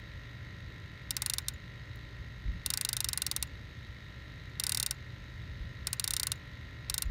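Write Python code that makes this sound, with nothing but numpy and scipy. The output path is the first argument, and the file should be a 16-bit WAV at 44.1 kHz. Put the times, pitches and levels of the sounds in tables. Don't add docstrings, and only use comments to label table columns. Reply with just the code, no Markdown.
import sys
import numpy as np
from scipy import signal
from scipy.fft import rfft, irfft, next_fast_len
from scipy.io import wavfile
from scipy.ndimage import uniform_filter1d

SR = 44100
rng = np.random.default_rng(int(sys.argv[2]) if len(sys.argv) > 2 else 0)


def generate_wav(sig):
    pcm = np.round(np.clip(np.atleast_2d(sig).T, -1, 1) * 32767).astype(np.int16)
    wavfile.write(sys.argv[1], SR, pcm)


def decibels_to_gain(level_db):
    exponent = np.asarray(level_db, float) / 20
    return 10 ** exponent


N = 313110

SNAP_TIMES = [1.1066, 1.166, 1.2193, 1.2607, 1.2977, 1.3356, 1.383, 1.4832, 2.6606, 2.7025, 2.7369, 2.7733,
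              2.8107, 2.8486, 2.889, 2.9294, 2.9664, 3.0038, 3.0437, 3.0866, 3.1305, 3.1744, 3.2188, 3.2647,
              3.3131, 3.363, 3.4253, 4.5977, 4.6366, 4.666, 4.6934, 4.7199, 4.7463, 4.7723, 4.7987, 4.8276,
              4.8621, 4.9089, 5.8698, 5.9296, 5.996, 6.0409, 6.0763, 6.1062, 6.1357, 6.1651, 6.197, 6.2309,
              6.2689, 6.3172, 6.8974, 6.9413, 6.9792, 7.0211]
# rod_db, rod_top_db, plate_db, pawl_db, frame_db
TOOTH_OFFSETS = [(-.7, 2, 1, -.4, .3), (.7, -2, 0, -1.5, 0), (1.4, -5, -.6, -.5, -.4), (0, 1, -1.6, 1.8, 0),
                 (0, 4, .4, .4, .4), (0, 0, 1, .4, -.3), (.4, -2, 1.1, -1, -1), (-.4, -2, -1.4, -.6, .5),
                 (-1, 2.5, -.3, 1.2, .4)]
# freq_hz, level_db, t60_s
ROD_MODES = [(840, -11, .05), (1080, -4, .06), (1500, -1, .075), (2050, 0, .085), (2420, -8, .04),
             (2770, 1, .035)]
# freq_hz, level_db, t60_s
PLATE_MODES = [(3725, -2, 0.015), (3986, -0.5, 0.016), (4130, -1, 0.011), (4568, -1.5, 0.013),
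               (4750, 0, 0.014), (5400, -3, 0.024)]
# freq_hz, level_db, t60_s
PAWL_MODES = [(8670, -7.5, 0.013), (8960, -1, 0.014), (9180, 1, 0.0088), (9500, -4.5, 0.012),
              (9650, -4, 0.01), (9000, -9, 0.021)]
# freq_hz, level_db, t60_s
FRAME_MODES = [(5610, -3, .013), (6090, -2, .016), (6420, -2, .018), (6950, -4, .016), (7220, 0, .018),
               (7950, -3, .016), (10700, -3, .015), (11300, 0, .012), (11900, -1, .012), (12350, -2, .012),
               (13400, -6, .012), (14150, -6, .013), (14720, -7, .013), (15250, -4, .013),
               (15600, -7, .012)]
# freq_hz, density_db
RATTLE_SPECTRUM = [(2500, -31), (3300, -8.5), (3600, -1), (4300, -2), (5500, -6), (7600, -1), (9000, -10),
                   (10400, -14), (15500, -10), (17000, -23)]
# freq_hz, density_db
SHUDDER_SPECTRUM = [(650, -26), (800, -5.5), (1100, -5.5), (1500, -2.5), (2050, -5), (2500, -1.5),
                    (3400, -19)]
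# time_s, level_db, thin_ring_share (0-1)
SLOW_TOUCHES = [(1.020, -57, .3), (1.418, -56, 1), (1.538, -53, 1), (1.958, -47, .15), (3.472, -54, 1),
                (4.498, -60, .8), (4.944, -55, 1), (6.357, -53, 1), (7.056, -54, 1)]
# time_s, speed_turns_per_s
MOTOR_SPEED = [(0, 51.23), (2.4, 51.23), (2.9, 51.12), (3.4, 51.23), (3.7, 50.95), (5.7, 51.0),
               (6.4, 51.22), (7.1, 51.2)]
SHAFT_ORDERS_DB = [-75, -84, -78, -73, -74, -80, -85, -82, -84, -84, -79, -79, -72, -82, -90, -81, -77, -77,
                   -72, -68, -84, -75, -83, -73, -76, -74, -69, -77, -64, -62, -69, -69, -77, -69, -70, -80,
                   -82, -84, -84, -84, -85, -82, -80, -85, -84, -81, -84, -83, -80, -85, -82]
# freq_hz, density_db
HISS_SPECTRUM = [(380, -30.5), (650, -19), (841, -15.5), (1020, -17), (1150, -15.5), (1350, -11),
                 (1570, -11.5), (1890, -4), (2380, -11), (3390, -12), (3880, -9.5), (4320, -13.5),
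                 (7430, -32.5), (13500, -37), (16500, -60)]
# freq_hz, width_hz, gain_db
HOUSING_PEAKS = [(2150, 140, 4), (3820, 220, 5), (6500, 560, 7), (1380, 150, -4), (10550, 1300, -5.5),
                 (13400, 1300, 7)]
# start_s, hold_s, level_db
WIND_PUFFS = [(2.438, .12, -36), (5.42, 0.12, -45), (5.587, .04, -39.5), (6.878, 0.024, -43.5),
              (7.031, 0.038, -34.5)]
# freq_hz, density_db
WIND_SPECTRUM = [(12, -21), (20, -20.5), (48, 4), (72, -1), (113, -14), (146, -13.5), (250, -27.5),
                 (320, -33), (550, -120)]
# freq_hz, density_db
RUMBLE_SPECTRUM = [(12, -58.5), (20, -30.5), (55, 0), (93, -1.5), (123, -6.5), (147, -7), (233, -18),
                   (304, -18), (343, -22), (568, -27.5), (700, -37), (910, -59), (1540, -120)]

ROD_DB, ROD_TOP_DB, PLATE_DB, PAWL_DB, FRAME_DB = -45.5, -45, -29, -26.5, -31
RATTLE_GAIN_DB, SHUDDER_GAIN_DB, CRACK_GAIN_DB = -37.5, -43, -27
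TOOTH_SHARE = .7
LANDING_DELAY_S = .0005
SLIP_S, SLIP_END_DB = .0012, -56
ECHO_S, ECHO_DB = .00205, -4
FAR_ECHO_S, FAR_ECHO_DB = .0135, -36
TOUCH_GAP_SHARE, TOUCH_DB = .6, -58.5
HISS_DB, RUMBLE_DB = -57, -47
HUM_HZ, HUM_PEAK_DB = 119.9, -49.5
PUFF_RISE_S, PUFF_FALL_DB_PER_S = .022, 243


def evened(x):
    return x / np.sqrt(np.mean(x ** 2) + 1e-20)


def read(points, hz):
    freq_hz, value = np.transpose(points)
    return np.interp(np.log(hz + 1), np.log(freq_hz + 1), value)


def add(mix, start_s, sound):
    part = mix[round(start_s * SR):][:len(sound)]
    part += sound[:len(part)]


def noise(shape_db):
    size = next_fast_len(N)
    hz = np.fft.rfftfreq(size, 1 / SR)
    spectrum = rfft(rng.standard_normal(size)) * decibels_to_gain(shape_db(hz))
    return evened(irfft(spectrum, size)[:N])


def wander(rate_hz):
    return noise(lambda hz: -40 * np.log10(1 + hz / rate_hz))


def ring(modes, phases, chance, scatter_db, detune, phase_spread):
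    hz, level_db, t60_s = np.transpose(modes)[:, :, None]
    level_dice, pitch_dice, phase_dice = chance[:, :len(modes), None]
    t = np.arange(4000) / SR
    angle = 2 * np.pi * hz * (1 + detune * pitch_dice) * t
    angle = angle + phases[:len(modes), None] + phase_spread * phase_dice
    decay = decibels_to_gain(level_db + scatter_db * level_dice - 60 * t / t60_s)
    sound = (decay * np.sin(angle)).sum(0)
    return sound / np.sqrt(np.sum(sound ** 2) / (SR / 200))


def snaps():
    out, t = np.zeros(N), np.arange(4000) / SR
    count = len(SNAP_TIMES)
    tooth = np.arange(count) % len(TOOTH_OFFSETS)
    phases = .5 * rng.standard_normal((5, 15))
    dice = rng.standard_normal((count, 2, 5, 3, 15))
    chance = np.sqrt(TOOTH_SHARE) * dice[tooth, 0] + np.sqrt(1 - TOOTH_SHARE) * dice[:, 1]
    rattle = noise(lambda hz: read(RATTLE_SPECTRUM, hz))
    shudder = noise(lambda hz: read(SHUDDER_SPECTRUM, hz))
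    cracks = np.diff(rng.standard_normal((count, 4002)), n=2, axis=1)
    rise = (1 - np.exp(-t / .0002)) ** 2
    usual_db = np.array([ROD_DB, ROD_TOP_DB, PLATE_DB, PAWL_DB, FRAME_DB])
    mode_sets = ROD_MODES[:-1], ROD_MODES[-1:], PLATE_MODES, PAWL_MODES, FRAME_MODES
    for k, snap_s in enumerate(SNAP_TIMES):
        offset_db = TOOTH_OFFSETS[tooth[k]]
        rod, rod_top, plate, pawl, frame = (
            decibels_to_gain(db) * ring(modes, phase, part_chance, 1.5, .005, .45)
            for db, modes, phase, part_chance in zip(usual_db + offset_db, mode_sets, phases, chance[k]))

        own = slice(4000 * tooth[k], 4000 * (tooth[k] + 1))
        fresh_start = 4000 * (k + len(TOOTH_OFFSETS))
        fresh = slice(fresh_start, fresh_start + 4000)
        loose = 1.8 * rattle[own] + .87 * rattle[fresh]
        loose = loose * decibels_to_gain(RATTLE_GAIN_DB - 60 * t / .026)
        low = .67 * shudder[own] + .81 * shudder[fresh]
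        low = low * decibels_to_gain(SHUDDER_GAIN_DB + offset_db[0] - 60 * t / .07)
        crack = cracks[k] * decibels_to_gain(CRACK_GAIN_DB - 60 * t / .0042)
        bright = (plate + frame + loose + crack) * rise

        land_s = snap_s + LANDING_DELAY_S
        scrape = decibels_to_gain(SLIP_END_DB) * rattle[fresh] * (t / SLIP_S) * (t < SLIP_S)
        add(out, land_s - SLIP_S, scrape)
        add(out, land_s, bright + (pawl + rod + rod_top + low) * rise)
        add(out, land_s + ECHO_S, -decibels_to_gain(ECHO_DB) * uniform_filter1d(bright, size=5))
        add(out, land_s + FAR_ECHO_S, decibels_to_gain(FAR_ECHO_DB) * (bright + pawl * rise))
    return out


def touches():
    out, t, snap_s = np.zeros(N), np.arange(1300) / SR, np.array(SNAP_TIMES)
    gaps_s = np.diff(snap_s)
    run_touches_s = (snap_s[:-1] + TOUCH_GAP_SHARE * gaps_s)[gaps_s < .08]
    rows = [(at_s, TOUCH_DB, 1) for at_s in run_touches_s] + list(SLOW_TOUCHES)
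    thin = np.sin(2 * np.pi * 7000 * t) * decibels_to_gain(-60 * t / .034) * (1 - np.exp(-t / .00033))
    for (at_s, level_db, ring_share), dice in zip(rows, rng.standard_normal((len(rows), 1302))):
        tick = np.diff(dice[1:]) * decibels_to_gain(-8 - 60 * t / .014)
        add(out, at_s, decibels_to_gain(level_db + 1.5 * dice[0]) * (ring_share * thin + tick))
    return out


def pump():
    t = np.arange(N) / SR
    speed = np.interp(t, *np.transpose(MOTOR_SPEED)) + .05 * wander(3.0)
    turns = np.cumsum(speed) / SR
    shaft = np.exp(2j * np.pi * turns)
    order, buzz = shaft ** 7, np.zeros(N)
    for rms_db, phase_turns in zip(SHAFT_ORDERS_DB, rng.random(len(SHAFT_ORDERS_DB))):
        order = order * shaft
        buzz += np.sqrt(2) * decibels_to_gain(rms_db) * (order * np.exp(2j * np.pi * phase_turns)).real
    beat = .68 + np.exp(-(turns % 1) / .073) + .2 * np.exp(-((turns - .45) % 1) / .038)

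    def hiss_shape(hz):
        housing = sum(db / (1 + (2 * (hz - f) / width) ** 2) for f, width, db in HOUSING_PEAKS)
        return read(HISS_SPECTRUM, hz) + housing

    hiss = decibels_to_gain(HISS_DB + .26 * wander(.5)) * evened(beat) * noise(hiss_shape)
    return decibels_to_gain(.68 * wander(2.1)) * buzz + hiss


def wind():
    t, level = np.arange(N) / SR, np.zeros(N)
    for start_s, hold_s, level_db in WIND_PUFFS:
        since_s = t - start_s
        after_s = np.maximum(since_s - PUFF_RISE_S - hold_s, 0)
        rise = np.clip(since_s / PUFF_RISE_S, 0, 1) ** 2
        level += rise * decibels_to_gain(level_db - PUFF_FALL_DB_PER_S * after_s)
    return level * noise(lambda hz: read(WIND_SPECTRUM, hz))


def rumble():
    return decibels_to_gain(RUMBLE_DB + .43 * wander(4.5)) * noise(lambda hz: read(RUMBLE_SPECTRUM, hz))


def hum():
    phase = 2 * np.pi * np.cumsum(HUM_HZ + .5 * wander(1.93)) / SR
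    return np.sin(phase) * decibels_to_gain(HUM_PEAK_DB + .83 * wander(3.3))


def scene():
    return (snaps() + touches() + pump() + wind() + rumble() + hum())[None]


def top_cut(x):
    return signal.sosfilt(signal.butter(12, 17030, fs=SR, output="sos"), x)


def record(dry):
    hz = np.fft.rfftfreq(N, 1 / SR)

    def step(edge_hz, width_hz):
        return (1 + np.tanh((hz - edge_hz) / width_hz)) / 2

    response_db = -9 * step(15700, 150) - 25 * step(16550, 120)
    heard = irfft(rfft(dry) * decibels_to_gain(response_db), N)
    return top_cut(heard)


dry = scene()
out = record(dry)
generate_wav(out)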